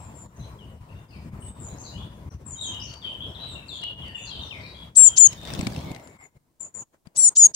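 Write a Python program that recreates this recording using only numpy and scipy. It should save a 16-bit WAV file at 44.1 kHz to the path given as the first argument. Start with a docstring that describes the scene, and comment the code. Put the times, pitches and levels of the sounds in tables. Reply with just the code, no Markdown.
"""Young tits at a nest box

A young tit begs twice at the hole, its paired voices modulating each other, then scrambles out and flutters off.
Noise bursts make its wings, ticks and thumps its claws; a second bird takes its place and begs in three calls.
Other young and thrush-like whistles, gliding tones with echoes, ring over noise-made traffic rumble and air.
The background dips briefly, later drops out between calls; high notes carry a faint mirror image about 8 kHz."""
import sys
import numpy as np
from scipy import signal
from scipy.fft import rfft, irfft, next_fast_len
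from scipy.io import wavfile
from scipy.ndimage import uniform_filter1d, minimum_filter1d, map_coordinates

SR = 44100
rng = np.random.default_rng(int(sys.argv[2]) if len(sys.argv) > 2 else 0)


def materialize(psi):
    """Save the field psi as 16-bit PCM at rate SR to the path in sys.argv[1].

    A 1-D psi becomes a single channel; in a 2-D psi each row is a channel.
    """
    bounded = np.clip(np.atleast_2d(psi).T, -1, 1)
    quanta = np.round(bounded * 32767).astype(np.int16)
    wavfile.write(sys.argv[1], SR, quanta)


N = 332955
T = np.arange(N) / SR
RIGHT = np.array([[0], [1]])  # picks the right channel


def amp(db):
    """Decibels to linear gain."""
    return 10 ** (np.asarray(db) / 20)


def unit(x):
    """Scale to an RMS of one."""
    return x / np.sqrt(np.mean(x ** 2) + 1e-20)


def along(points, hz):
    """Read (frequency, value) points on a log frequency axis."""
    f, v = np.transpose(points)
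    return np.interp(np.log(hz + 1), np.log(f + 1), v)


def over_time(points):
    """Read (time, value) points as a curve over the scene."""
    return np.interp(T, *np.transpose(points))


def wobble(rate):
    """A smooth random curve, rate knots a second."""
    knots = rng.standard_normal(int(N * rate / SR) + 4)
    return map_coordinates(knots, [T * rate])


def filtered(x, response):
    """Shape the spectrum of x by a response of frequency."""
    m = next_fast_len(N + 8192)
    spectrum = rfft(x, m) * response(np.fft.rfftfreq(m, 1 / SR))
    return irfft(spectrum, m)[..., :N]


def noise(colour, alike):
    """Stereo noise: mid and side shares set how alike left and right are at each frequency."""
    def mid_side(hz):
        turn = np.arccos(np.clip(along(alike, hz), -1, 1)) / 2
        return amp(along(colour, hz)) * [np.cos(turn), np.sin(turn)]
    mid, side = filtered(rng.standard_normal((2, N)), mid_side)
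    return unit(np.array([mid + side, mid - side]))


def stirred(x, rate, share):
    """Moving leaves and air blur a tone: part of it gets a random gain."""
    return x * (np.sqrt(1 - share) + np.sqrt(share) * unit(wobble(rate)))


def patchy(x, depth_db):
    """Random gain in patches of time and frequency."""
    z = signal.stft(x, nperseg=512)[2]
    field = uniform_filter1d(rng.standard_normal(z.shape[1:]), 5, 0)
    field = uniform_filter1d(field, 8, 1)
    return signal.istft(z * amp(depth_db * unit(field)), nperseg=512)[1][:, :N]


def note(rows, fade):
    """Sample span, edge fade and smoothed per-sample columns of one note."""
    s, *cols = np.transpose(rows)
    first = max(int((s[0] - fade) * SR), 0)
    span = slice(first, min(int((s[-1] + fade) * SR), N))
    t = T[span]
    edge = np.clip(np.minimum(t - s[0], s[-1] - t) / fade + 1, 0, 1) ** 2
    return span, edge, [uniform_filter1d(np.interp(t, s, c), size=257) for c in cols]


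# Fences and trees: (frequency [Hz], time to fall 60 dB before each sound's own scale [s])
REFLECTIONS = [(2000, 0.55), (5000, 0.33), (9000, 0.35)]


def echoes(x, scale):
    """Scattered returns; each frequency dies at its own speed."""
    hz, t, z = signal.stft(rng.standard_normal((2, SR // 2)), SR, nperseg=256)
    decay = amp(-60 * t / (scale * along(REFLECTIONS, hz))[:, None])
    tail = signal.istft(z * decay, SR, nperseg=256)[1]
    delayed = np.pad(x, (300, 0))[None]
    return signal.fftconvolve(delayed, tail / np.linalg.norm(tail[0]), axes=1)[:, :N]


# Hiss of the microphone: (frequency [Hz], relative level [dB per Hz])
MIC_HISS = [(30, 8), (300, 0), (2000, -24.5), (9000, -20.5), (16000, -22.5)]


def self_noise():
    """A steady stereo noise floor from the microphone itself."""
    return amp(-71.5) * noise(MIC_HISS, [(100, 0.297)])


# Slow background course: (time [s], relative level [dB])
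BACKGROUND_LEVEL = [(0, -53), (.6, -54.5), (1.2, -55), (1.9, -50.5), (2.35, -56.5), (2.8, -52.5),
                    (3.9, -54), (4.6, -52.5), (4.9, -54), (5.2, -53), (5.9, -49), (6.2, -59), (6.6, -55.5),
                    (7.55, -54.5)]
# Brief dips: (bottom from [s], bottom until [s], depth [dB], fall [s], return [s])
BACKGROUND_DIPS = [(0.275, 0.28, 10.5, 0.013, 0.12), (0.782, 0.801, 6.5, 0.074, 0.0106),
                   (1.083, 1.074, 10, 0.041, .04), (1.309, 1.311, 13, .02, 0.025),
                   (1.528, 1.542, 8.5, 0.028, 0.032), (2.092, 2.09, 3.5, 0.024, .03),
                   (2.299, 2.297, 23, .01, 0.02), (2.386, 2.374, 13, 0.039, 0.043),
                   (2.438, 2.45, 5.5, 0.024, 0.017), (3.002, 3.011, 7.5, 0.086, 0.036),
                   (3.326, 3.334, 4, 0.032, 0.11), (3.953, 3.968, 9, 0.042, 0.025),
                   (4.751, 4.758, 5, 0.12, .1), (4.935, 4.948, 9, .05, .02), (6.181, 6.179, 14, 0.015, .03),
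                   (6.305, 6.331, 20.5, 0.043, 0.056), (6.387, 6.596, 24, .015, .008),
                   (6.72, 6.736, 21, 0.056, .015), (6.851, 6.916, 27, .024, 0.029),
                   (6.989, 7.046, 27.5, 0.055, 0.012), (7.102, 7.139, 20, 0.04, .02),
                   (7.342, 7.349, 12.5, 0.011, .06), (7.536, 7.534, 23, 0.022, .015)]


def background_db():
    """A slow level that wavers and dips."""
    dips = np.zeros(N)
    for bottom, until, depth_db, fall, back in BACKGROUND_DIPS:
        shape = np.minimum((T - bottom) / fall, (until - T) / back) + 1
        dips += depth_db * np.clip(shape, 0, 1)
    return over_time(BACKGROUND_LEVEL) + 1.5 * wobble(14) - dips


# Colour of traffic and air: (frequency [Hz], relative level [dB per Hz])
GARDEN_COLOUR = [(15, -48.5), (28, -22), (65, -0.5), (130, -3.5), (283, -14.5), (434, -19), (647, -18.5),
                 (800, -22.5), (980, -18.5), (1200, -26.5), (2000, -33.5), (4450, -45), (9500, -46.5),
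                 (16000, -53)]
# Stereo width of the garden: (frequency [Hz], left-right likeness [0-1])
GARDEN_LIKENESS = [(60, 1), (200, 1), (450, 0.88), (1200, 0.15), (3400, 0.29), (9500, 0.037)]
# Bass against the rest of the background, before its random lumps: (time [s], level [dB])
RUMBLE_LEVEL = [(0, 4), (.7, 5.5), (2.7, 5), (3.1, 1), (4, 1), (5.5, -1), (6.4, -5.5), (7.55, -11)]
WHINE_HZ, WHINE_DB = 14600, -42  # thin hiss band, level against the background


def garden(level_db):
    """Traffic rumble in lumps, air hiss and a thin high band, all shaped noise."""
    air = unit(patchy(noise(GARDEN_COLOUR, GARDEN_LIKENESS), depth_db=2.5))
    air[1] = np.roll(air[1], 10)  # the right port lies farther from the road
    bass = filtered(air, lambda hz: 1 / (1 + (hz / 220) ** 4))
    lumps_db = over_time(RUMBLE_LEVEL) + 3 * wobble(7)
    whine_colour = [(WHINE_HZ - 400, -40), (WHINE_HZ, 0), (WHINE_HZ + 400, -40)]
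    whine = noise(whine_colour, [(100, .3)])
    mix = air - bass + bass * amp(lumps_db) + amp(WHINE_DB) * whine
    return amp(level_db + 11.5) * mix * amp([[1.5], [-1.5]])


SCOOP_S = 0.0057  # time constant of the upward scoop into a begging note


def glides(notes, swell_db, scoop_hz):
    """Far notes: pitch slides from one value and settles on the other; the level swells in, then fades."""
    u = np.linspace(0, 1, num=15)
    tracks = []
    for s, length, from_hz, to_hz, db, fade_db, settle in notes:
        slide = np.expm1(-u * length / settle) / np.expm1(-length / settle)
        hz = from_hz + (to_hz - from_hz) * slide - scoop_hz * np.exp(-u * length / SCOOP_S)
        level_db = db - fade_db * u - swell_db * np.clip(1 - 8 * u, 0, 1)
        tracks.append(np.transpose([s + length * u, hz, level_db]))
    return tracks


def whistles(notes, upper_db, blur, wet_db, haze_db, pan_db, waver):
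    """Gliding tones with an optional second voice 1.25 times higher; returns direct sound and echo feed."""
    dry, beat, drift = np.zeros(N), wobble(70), wobble(220)
    for rows in notes:
        span, edge, (hz, db) = note(rows, 0.006)
        phase = 2 * np.pi * np.cumsum(hz * (1 + waver * drift[span])) / SR
        voices = np.sin(phase) + amp(upper_db) * np.sin(1.25 * phase)
        dry[span] += np.sqrt(2) * edge * amp(db + 1.19 * beat[span]) * voices
    dry = stirred(dry, rate=300, share=blur)
    direct = np.array([dry * amp(pan_db), np.roll(dry, 10) * amp(-pan_db)])
    haze = stirred(dry, rate=1300, share=1.0)  # fluttering foliage spreads the tone widely
    return direct, amp(wet_db) * (stirred(dry, rate=120, share=0.8) + amp(haze_db) * haze)


# Thrush-like whistles: (start [s], length [s], from [Hz], to [Hz], relative level [dB],
# fade over the note [dB], pitch settling time [s])
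SONG_NOTES = [ (.36, 0.081, 6270, 6150, -64, 9, .1), (.4, 0.059, 3980, 4050, -62, 9, 0.045),
              (.59, 0.055, 3350, 2875, -57.5, 5, .02), (.89, .11, 2584, 2760, -57.5, 11, 0.008),
              (.95, 0.064, 3700, 3570, -74, 0, .05), (1.085, 0.091, 4910, 4950, -65.5, 3, .05),
              (1.11, 0.058, 2906, 2246, -58, 6, 0.051), (1.42, .04, 2950, 2960, -58, 18, .05),
              (1.45, .22, 3620, 3670, -71, 15, 0.12), (1.68, 0.064, 3840, 4070, -70, 2, 0.088),
              (1.785, 0.076, 6480, 6280, -48, 11, .1), (1.8, 0.084, 7380, 6800, -53, 8, 0.18),
              (1.85, 0.05, 4300, 3920, -54, 4, 0.01), (1.92, .045, 2800, 2950, -59, -8, 0.038),
              (1.965, 0.097, 2970, 3524, -51.5, 10, 0.023), (2.55, 0.033, 3140, 3240, -50, 26, .05),
              (2.57, 0.049, 3785, 3760, -55, -15, 0.039), (2.61, 0.068, 3845, 3166, -38.5, 5, 0.052),
              (2.735, 0.036, 2850, 3037, -46, 1, 0.025), (2.81, 0.094, 2862, 2886, -40.5, 21, 0.076),
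              (2.8, 0.073, 4930, 5620, -52, 0, 0.047), (2.87, .12, 4320, 4620, -55, 1, 0.044),
              (3.02, 0.035, 3670, 3200, -48.5, -12.5, .008), (3.05, 0.11, 3200, 3043, -36.5, 23, 0.016),
              (3.2, 0.088, 3015, 3386, -37, 22.5, 0.013), (3.27, 0.075, 5570, 5550, -71.5, 1, .1),
              (3.345, 0.025, 4310, 3300, -54.5, -14, .015), (3.4, 0.066, 3940, 3910, -41, 14, 0.047),
              (3.49, 0.065, 3860, 3634, -42.5, 13, 0.022), (3.555, 0.11, 2818, 2654, -43, 20, 0.038),
              (3.685, 0.15, 4560, 3303, -43, 5.5, .018), (3.825, 0.051, 2893, 2860, -38.5, 20, .05),
              (4.02, 0.093, 3377, 2750, -41.5, 18, 0.018), (4.04, 0.072, 2150, 1826, -56.5, 0.5, 0.071),
              (4.06, 0.065, 4620, 4560, -61, 8, .1), (4.145, 0.067, 2944, 2614, -40, 11, 0.092),
              (4.15, 0.12, 3445, 3530, -57.5, -2, 0.042), (4.255, 0.039, 4670, 4640, -54, 5, .05),
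              (4.27, 0.028, 4320, 4000, -49.5, -1, .03), (4.305, 0.057, 3400, 3070, -39.5, 12, .03),
              (4.405, 0.14, 3850, 3620, -43.5, 15, 0.018), (4.5, 0.079, 3677, 2084, -42, 6, 0.024),
              (4.6, 0.065, 2030, 2460, -53.5, -7, 0.19), (4.6, 0.12, 3830, 3880, -62, -6, 0.11),
              (4.74, 0.094, 3283, 3345, -55, -7.5, 0.071), (5.0, 0.25, 3330, 3080, -53, -5.5, 0.12),
              (5.35, 0.16, 3720, 3570, -59.5, -5, 0.11), (5.83, .17, 2304, 1997, -59, 7, 0.101),
              (6.1, 0.082, 2250, 2150, -66.5, 1, .1), (6.19, 0.075, 2143, 2083, -54.5, 6, 0.09)]


def song():
    """Single gliding tones, lightly blurred by leaves."""
    tracks = glides(SONG_NOTES, swell_db=5, scoop_hz=0)
    return whistles(tracks, upper_db=-np.inf, blur=.3, wet_db=4, haze_db=-11, pan_db=5.0, waver=.004)


# Harsh churrs: (start [s], length [s], from [Hz], to [Hz], relative level [dB], fade over the note [dB])
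CHURR_NOTES = [(0.422, 0.072, 3540, 3350, -60.5, 24), (1.103, 0.082, 4480, 4430, -62.5, 10),
               (1.13, .06, 2715, 2400, -58.5, 11), (1.76, .09, 5180, 5330, -69, 8),
               (1.842, 0.083, 4470, 4150, -56, 9), (2.305, 0.048, 5750, 6000, -65, 7),
               (2.8, 0.067, 5400, 6310, -55, 0), (3.37, 0.12, 3380, 3320, -50.5, 11),
               (3.71, 0.16, 4100, 3940, -59, -4.5), (4.274, .13, 4700, 3370, -55, -3),
               (4.47, .2, 5200, 5370, -71.5, 1), (4.6, 0.17, 4500, 4300, -62, 2.5)]
CHURR_SETTLE_S = 0.085


def churrs():
    """Strong random gain and pitch waver turn gliding tones into harsh buzzes."""
    notes = [(*row, CHURR_SETTLE_S) for row in CHURR_NOTES]
    tracks = glides(notes, swell_db=2.5, scoop_hz=0)
    return whistles(tracks, upper_db=-np.inf, blur=0.99, wet_db=-6.5, haze_db=13, pan_db=7.0, waver=0.039)


# Other young: (start [s], length [s], from [Hz], to [Hz], relative level [dB], fade over the note [dB])
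OTHER_YOUNG = [ (0.0, 0.059, 7890, 7190, -60, 9), (.14, 0.093, 7660, 7080, -63, 0.5),
               (1.401, 0.093, 8540, 7880, -61, -0.5), (1.581, 0.092, 8130, 6800, -64, -8),
               (2.455, .09, 7950, 6800, -55.5, -7), (2.605, .095, 7890, 6150, -50, 1.5),
               (3.47, 0.075, 8400, 7420, -69, -7.5), (3.671, 0.11, 7700, 6880, -65, 3),
               (4.147, .115, 7690, 6614, -68.5, -11), (4.265, .028, 6900, 5280, -65.5, -1),
               (4.418, 0.067, 6280, 5660, -67, 4), (6.02, .1, 7320, 7100, -65, 9),
               (6.185, 0.083, 7920, 6700, -67.5, -1), (6.601, 0.04, 7530, 6880, -41, 11.5),
               (6.745, .08, 7450, 6600, -42.5, 15)]
BEG_SETTLE_S = 0.14


def other_young():
    """Begging farther away or inside the box: two voices scoop up, then glide."""
    notes = [(*row, BEG_SETTLE_S) for row in OTHER_YOUNG]
    tracks = glides(notes, swell_db=10.5, scoop_hz=453)
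    return whistles(tracks, upper_db=-16, blur=0.19, wet_db=9, haze_db=-7, pan_db=10, waver=0.0036)


# Claws on wood and plate: (time [s], tick level before colouring [dB], tick pitch [Hz], thump level [dB])
CLAW_HITS = [(2.7462, -40.5, 3030, -51), (2.9396, -38.5, 3120, -51), (3.8166, -43, 3350, -51),
             (3.8372, -32.5, 2900, -46), (4.0817, -44, 2800, -44), (5.3304, -37.5, 7040, -36.5),
             (5.4144, -43, 3600, -46), (5.4328, -42.5, 3370, -29), (5.452, -34, 3730, -43.5),
             (5.474, -34, 3500, -48), (5.503, -33, 3760, -29), (5.5368, -27, 5370, -23.5),
             (5.5504, -33, 3540, -22.5), (5.5921, -31.5, 2620, -9.5), (5.6108, -25.5, 7700, -49),
             (5.6694, -21.5, 2280, -13), (5.7237, -39, 1680, -30), (5.763, -33.5, 2670, -48),
             (5.8103, -43, 2270, -33.5), (5.9167, -40, 7150, -51), (5.9485, -38, 3960, -49),
             (5.9628, -39.5, 1990, -40.5), (5.9979, -47, 1960, -42), (6.074, -44.5, 8830, -57),
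             (7.0711, -48, 4640, -26)]


def claws():
    """Short ringing scratches on plate and wood, with thumps of the box at 170 and 620 Hz."""
    ticks, thumps, t = np.zeros(N + SR), np.zeros(N + SR), T[:SR // 10]
    for s, db, hz, thump_db in CLAW_HITS:
        scratch = 0.6 * np.sin(2 * np.pi * hz * t) + 0.76 * rng.standard_normal(len(t))
        scratch *= amp(-60 * t / 0.018)
        box = np.sin(2 * np.pi * 170 * t)
        box += 0.16 * amp(-60 * t / 0.011) * np.sin(2 * np.pi * 620 * t)
        ticks[round(s * SR):][:len(t)] += amp(db) * scratch
        thumps[round(s * SR):][:len(t)] += amp(thump_db - 60 * t / 0.03) * box
    tick_colour = [(800, 11), (2500, 8.5), (9000, 3.0), (13000, -18.5)]
    hits = np.append(filtered(ticks[:N], lambda hz: amp(along(tick_colour, hz))), np.zeros(10))
    hits += thumps[:N + 10]
    return np.array([hits[10:], 0.13 * hits[:N]])  # left leads and is louder


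# Air stirred by the wings, before random swings: (time [s], relative level [dB])
STIRRED_AIR = [(5.3, -52), (5.42, -48.5), (5.52, -35.5), (5.64, -38), (5.72, -38.5), (5.9, -39.5),
               (5.95, -47), (6.05, -71)]
# Strong wing beats: (time [s], relative level [dB])
WING_BEATS = [(5.332, -40.5), (5.434, -40.5), (5.535, -37), (5.598, -25), (5.634, -33.5), (5.673, -21.5),
              (5.779, -28.5), (5.874, -37.5), (5.915, -29)]
# Colour of rustling feathers: (frequency [Hz], relative level [dB per Hz])
FEATHER_COLOUR = [(600, -31.5), (1000, -11.5), (3600, -8), (4700, -11), (9500, -24.5), (11000, -24.5),
                  (16000, -25.5)]
BEAT_S = 0.0058  # half width of a beat
AIR_REF_DB = -38  # air level at which flap and rustle are set
FLAP_DB, FLAP_FOLLOWS = -44.5, .3  # level, share of the air's swings in dB
RUSTLE_DB, RUSTLE_FOLLOWS = -42, .35
RUSTLE_DB_PER_S = -22  # rustle thins as the bird leaves
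RUSTLE_FROM_S, IN_HOLE_DB = 5.45, 6  # feathers spread; quieter while still folded
FLAPS_FROM_S = 5.425  # the wings come free of the hole


def wings():
    """Wing beats push low air, flap in the low mids and rustle the feathers."""
    air = amp(np.interp(T, *np.transpose(STIRRED_AIR), -120, -120)) * unit(amp(3.1 * wobble(45)))
    for s, db in WING_BEATS:
        air += amp(db) * np.exp(-((T - s) / BEAT_S) ** 2)
    swing, flying = air / amp(AIR_REF_DB), air > amp(-100)
    push_colour = [(40, -18.0), (90, -0.5), (200, 0), (330, -10.5), (600, -44.5), (1500, -61.0)]
    push = amp(2) * air * noise(push_colour, [(100, 0.9)])
    flap_colour = [(200, -18.5), (350, 1.5), (650, 7.5), (1000, -4.5), (1800, -28)]
    flap_level = flying * (T > FLAPS_FROM_S) * amp(FLAP_DB) * swing ** FLAP_FOLLOWS
    flap = flap_level * noise(flap_colour, [(600, 0.28)])
    rustle_db = RUSTLE_DB - IN_HOLE_DB * (T < RUSTLE_FROM_S)
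    rustle_db = rustle_db + RUSTLE_DB_PER_S * (T - STIRRED_AIR[0][0])
    rustle_level = flying * amp(rustle_db) * swing ** RUSTLE_FOLLOWS * unit(amp(2.5 * wobble(260)))
    rustle = rustle_level * patchy(noise(FEATHER_COLOUR, [(1000, 0.14)]), depth_db=4.0)
    return push + flap + rustle


# Breathy starts: (time [s], relative level [dB], length [s])
BREATHY_STARTS = [(4.946, -38, 0.021), (5.155, -21.5, 0.035), (7.144, -37, .04), (7.347, -27, 0.03),
                  (7.533, -18.5, 0.048)]
# Colour of the breathy starts: (frequency [Hz], relative level [dB per Hz])
BREATHY_COLOUR = [(1200, -50.5), (2000, -29.5), (2700, -18), (4800, -5), (6600, 2), (9500, -14.5),
                  (10300, -38.5), (12500, -30.5), (16000, -48.5)]


def breathy_starts():
    """Air escapes as noise before the membranes catch."""
    swell = np.zeros(N)
    for s, db, length in BREATHY_STARTS:
        swell += amp(db) * np.sin(np.pi * np.clip((T - s) / length, 0, 1) ** 1.52) ** 2
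    hiss = noise(BREATHY_COLOUR, [(5000, 0.17)])
    return swell * amp(1 * wobble(210)) * hiss * amp([[2], [-2]])


# Calls at the hole, two by the first bird, three by the second; rows per call:
# (time [s], main voice [Hz], relative left level [dB], gap up to second voice [Hz])
CALLS = [
    [(4.958, 6450, -39.5, 1885), (4.97, 7894, -7, 1594), (4.98, 7610, -3.5, 1824), (5.02, 7540, -4, 1533),
     (5.05, 7345, -3.5, 1484), (5.072, 7230, -2.5, 1427), (5.082, 7020, -1.5, 1480),
     (5.089, 6720, -27, 1502)],
    [(5.176, 5880, -26, 1690), (5.182, 7010, -6, 1525), (5.193, 7526, -14, 1712), (5.21, 7050, -4, 1664),
     (5.25, 6840, -6, 1540), (5.265, 6616, -3.5, 1368), (5.274, 6474, -14.5, 1275)],
    [(7.165, 6870, -37.5, 1844), (7.175, 8120, -22, 2115), (7.195, 7540, -11.5, 1648),
     (7.218, 7440, -20, 1568), (7.24, 7270, -12, 1520), (7.28, 6964, -13, 1500), (7.293, 6530, -21, 1576)],
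    [(7.37, 6830, -13.5, 2298), (7.377, 7260, -12.5, 2125), (7.41, 6960, -12, 1852),
     (7.435, 6736, -8.5, 1743), (7.46, 6656, -6.5, 1750), (7.47, 6500, -14.5, 1710)],
    [(7.54, 5580, -42, 1970), (7.549, 6770, -30.5, 2020)],
]
# Per call, before edge fades: (second voice level [dB], its swell over the call [dB],
# lower tone level [dB], its swell [dB])
PARTNER_LEVELS = [(-21, 3.5, -43.5, 3), (-28.5, 10, -41, -2.5), (-30, 18, -32.5, 1), (-37, 23, -37, 3.5),
                  (-52, -0.5, -50, 0)]
# How head and box aim each voice, per call: (main left-right [dB], left leads at 7 kHz [rad], extra lead [ms],
# second voice left-right [dB], its lead at 9 kHz [rad], lower tone left-right [dB], its lead [rad])
AIM = [(16, -4.5, 1.4, 8.5, -1, 20, -0.17), (13, 4, 0.87, 16, 10.5, 24.5, 0),
       (12, 0.9, 0.9, 1, 3.5, 25, -.6), (4, 2, 0.94, 6.5, 4.5, 17.5, -1.2), (-2, 4, .68, 4.5, 4, 12, -1.4)]
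# Air round the voice: (frequency [Hz], relative level [dB per Hz])
BREATH_COLOUR = [(1200, -19.5), (3000, -20.5), (5000, -16.5), (7000, -2.5), (9300, -11), (10200, -33),
                 (12000, -37), (16000, -39)]
PARTNER_EDGE_S = 0.0085  # time constant as second voice and lower tone come and go


def chicks():
    """Both sides of the syrinx whistle and modulate each other, giving tones spaced by their gap."""
    out, effort = np.zeros((2, N)), np.zeros((2, N))
    shake, quiver = wobble(120), wobble(250)
    unsteady = stirred(np.ones(N), rate=190, share=0.23)  # the weak sum tones come and go
    for rows, partners, aim in zip(CALLS, PARTNER_LEVELS, AIM):
        pan_db, lead, delay_ms, upper_pan_db, upper_lead, lower_pan_db, lower_lead = aim
        span, edge, (hz, db, gap) = note(rows, .002)
        t, start, end = T[span], rows[0][0], rows[-1][0]
        u = (t - start) / (end - start)
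        edge_db = -12 * (np.exp((start - t) / PARTNER_EDGE_S) + np.exp((t - end) / PARTNER_EDGE_S))
        upper_db = partners[0] + partners[1] * u + edge_db - db  # against the main voice
        lower_db = partners[2] + partners[3] * u + edge_db - db

        main = 2 * np.pi * np.cumsum(hz + 15 * quiver[span]) / SR
        step = 2 * np.pi * np.cumsum(gap + 20 * shake[span]) / SR
        main_lag = lead + 2 * np.pi * delay_ms / 1000 * (hz - 7000)
        upper_lag = upper_lead + 2 * np.pi * .00027 * (hz + gap - 9000)
        voice = amp(-pan_db * RIGHT) * np.sin(main - RIGHT * main_lag)
        voice += amp(upper_db - upper_pan_db * RIGHT) * np.sin(main + step - RIGHT * upper_lag)
        voice += amp(lower_db - lower_pan_db * RIGHT) * np.sin(main - step - RIGHT * lower_lead)

        strong_db = np.minimum(upper_db, -12)
        high = amp(strong_db - 24.5) * (hz + 2 * gap < 11200) * np.sin(main + 2 * step)
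        high += amp(strong_db - 27) * np.sin(2 * main + step)
        high += amp(-49.0) * np.sin(2 * main) + amp(-70.0) * np.sin(2 * main - step)
        low = amp(np.minimum(lower_db, -15) - 16) * (np.sin(main - 2 * step) + np.sin(3 * step))
        low += amp(-48) * np.sin(step) + amp(-45.5) * np.sin(2 * step)  # the beat itself and its overtone
        voice += high * unsteady[span] * amp(-3 * RIGHT) + low * amp(-8 * RIGHT)

        level = edge * amp(db + 0.57 * shake[span])
        out[:, span] += np.sqrt(2) * level * voice
        effort[:, span] = level * amp(-pan_db * RIGHT / 2)
    out += amp(-31) * effort * noise(BREATH_COLOUR, [(5000, 0.37)])
    out += breathy_starts()
    spread = stirred(out[0], rate=300, share=1.0)
    spread += amp(-16) * stirred(out[0], rate=6000, share=0.96)
    return out, amp(-26.5) * echoes(spread, scale=0.61)


def scene():
    """Mix all sources; echoes fall away when the background sinks."""
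    level_db = background_db()
    near, near_wet = chicks()
    young, young_far = other_young()
    tune, tune_far = song()
    churr, churr_far = churrs()
    wet = near_wet + echoes(young_far, scale=0.88)
    wet += echoes(tune_far + churr_far, scale=1.38) * amp([[1.5], [-1.5]])
    sink = amp(np.minimum(level_db + 52.0, 0))
    birds = near + young + tune + churr + sink * wet
    return birds + wings() + claws() + garden(level_db) + self_noise()


# Colour of the microphone: (frequency [Hz], gain [dB])
MIC_COLOUR = [(20, -5.5), (9500, 3), (10200, -0.5), (12000, -0.5), (15000, 3.5)]
MIRROR_HZ = 16000  # twice the frequency the image mirrors about
TOP_HZ = 15800  # band limit


def record(dry):
    """A faint mirror image about 8 kHz, the microphone's colour, a limiter at full scale, band limit."""
    band = filtered(dry, lambda hz: (hz > 6300) & (hz < 9700))
    mirrored = filtered(band * np.cos(2 * np.pi * MIRROR_HZ * T), lambda hz: hz < 10000)
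    coloured = filtered(dry + amp(-27.5) * mirrored, lambda hz: amp(along(MIC_COLOUR, hz)))
    need = np.minimum(1, 1 / (np.abs(coloured).max(0) + 1e-9))
    gain = uniform_filter1d(minimum_filter1d(need, size=257), size=129)
    return filtered(coloured * gain, lambda hz: hz < TOP_HZ)


dry = scene()
out = record(dry)
materialize(out)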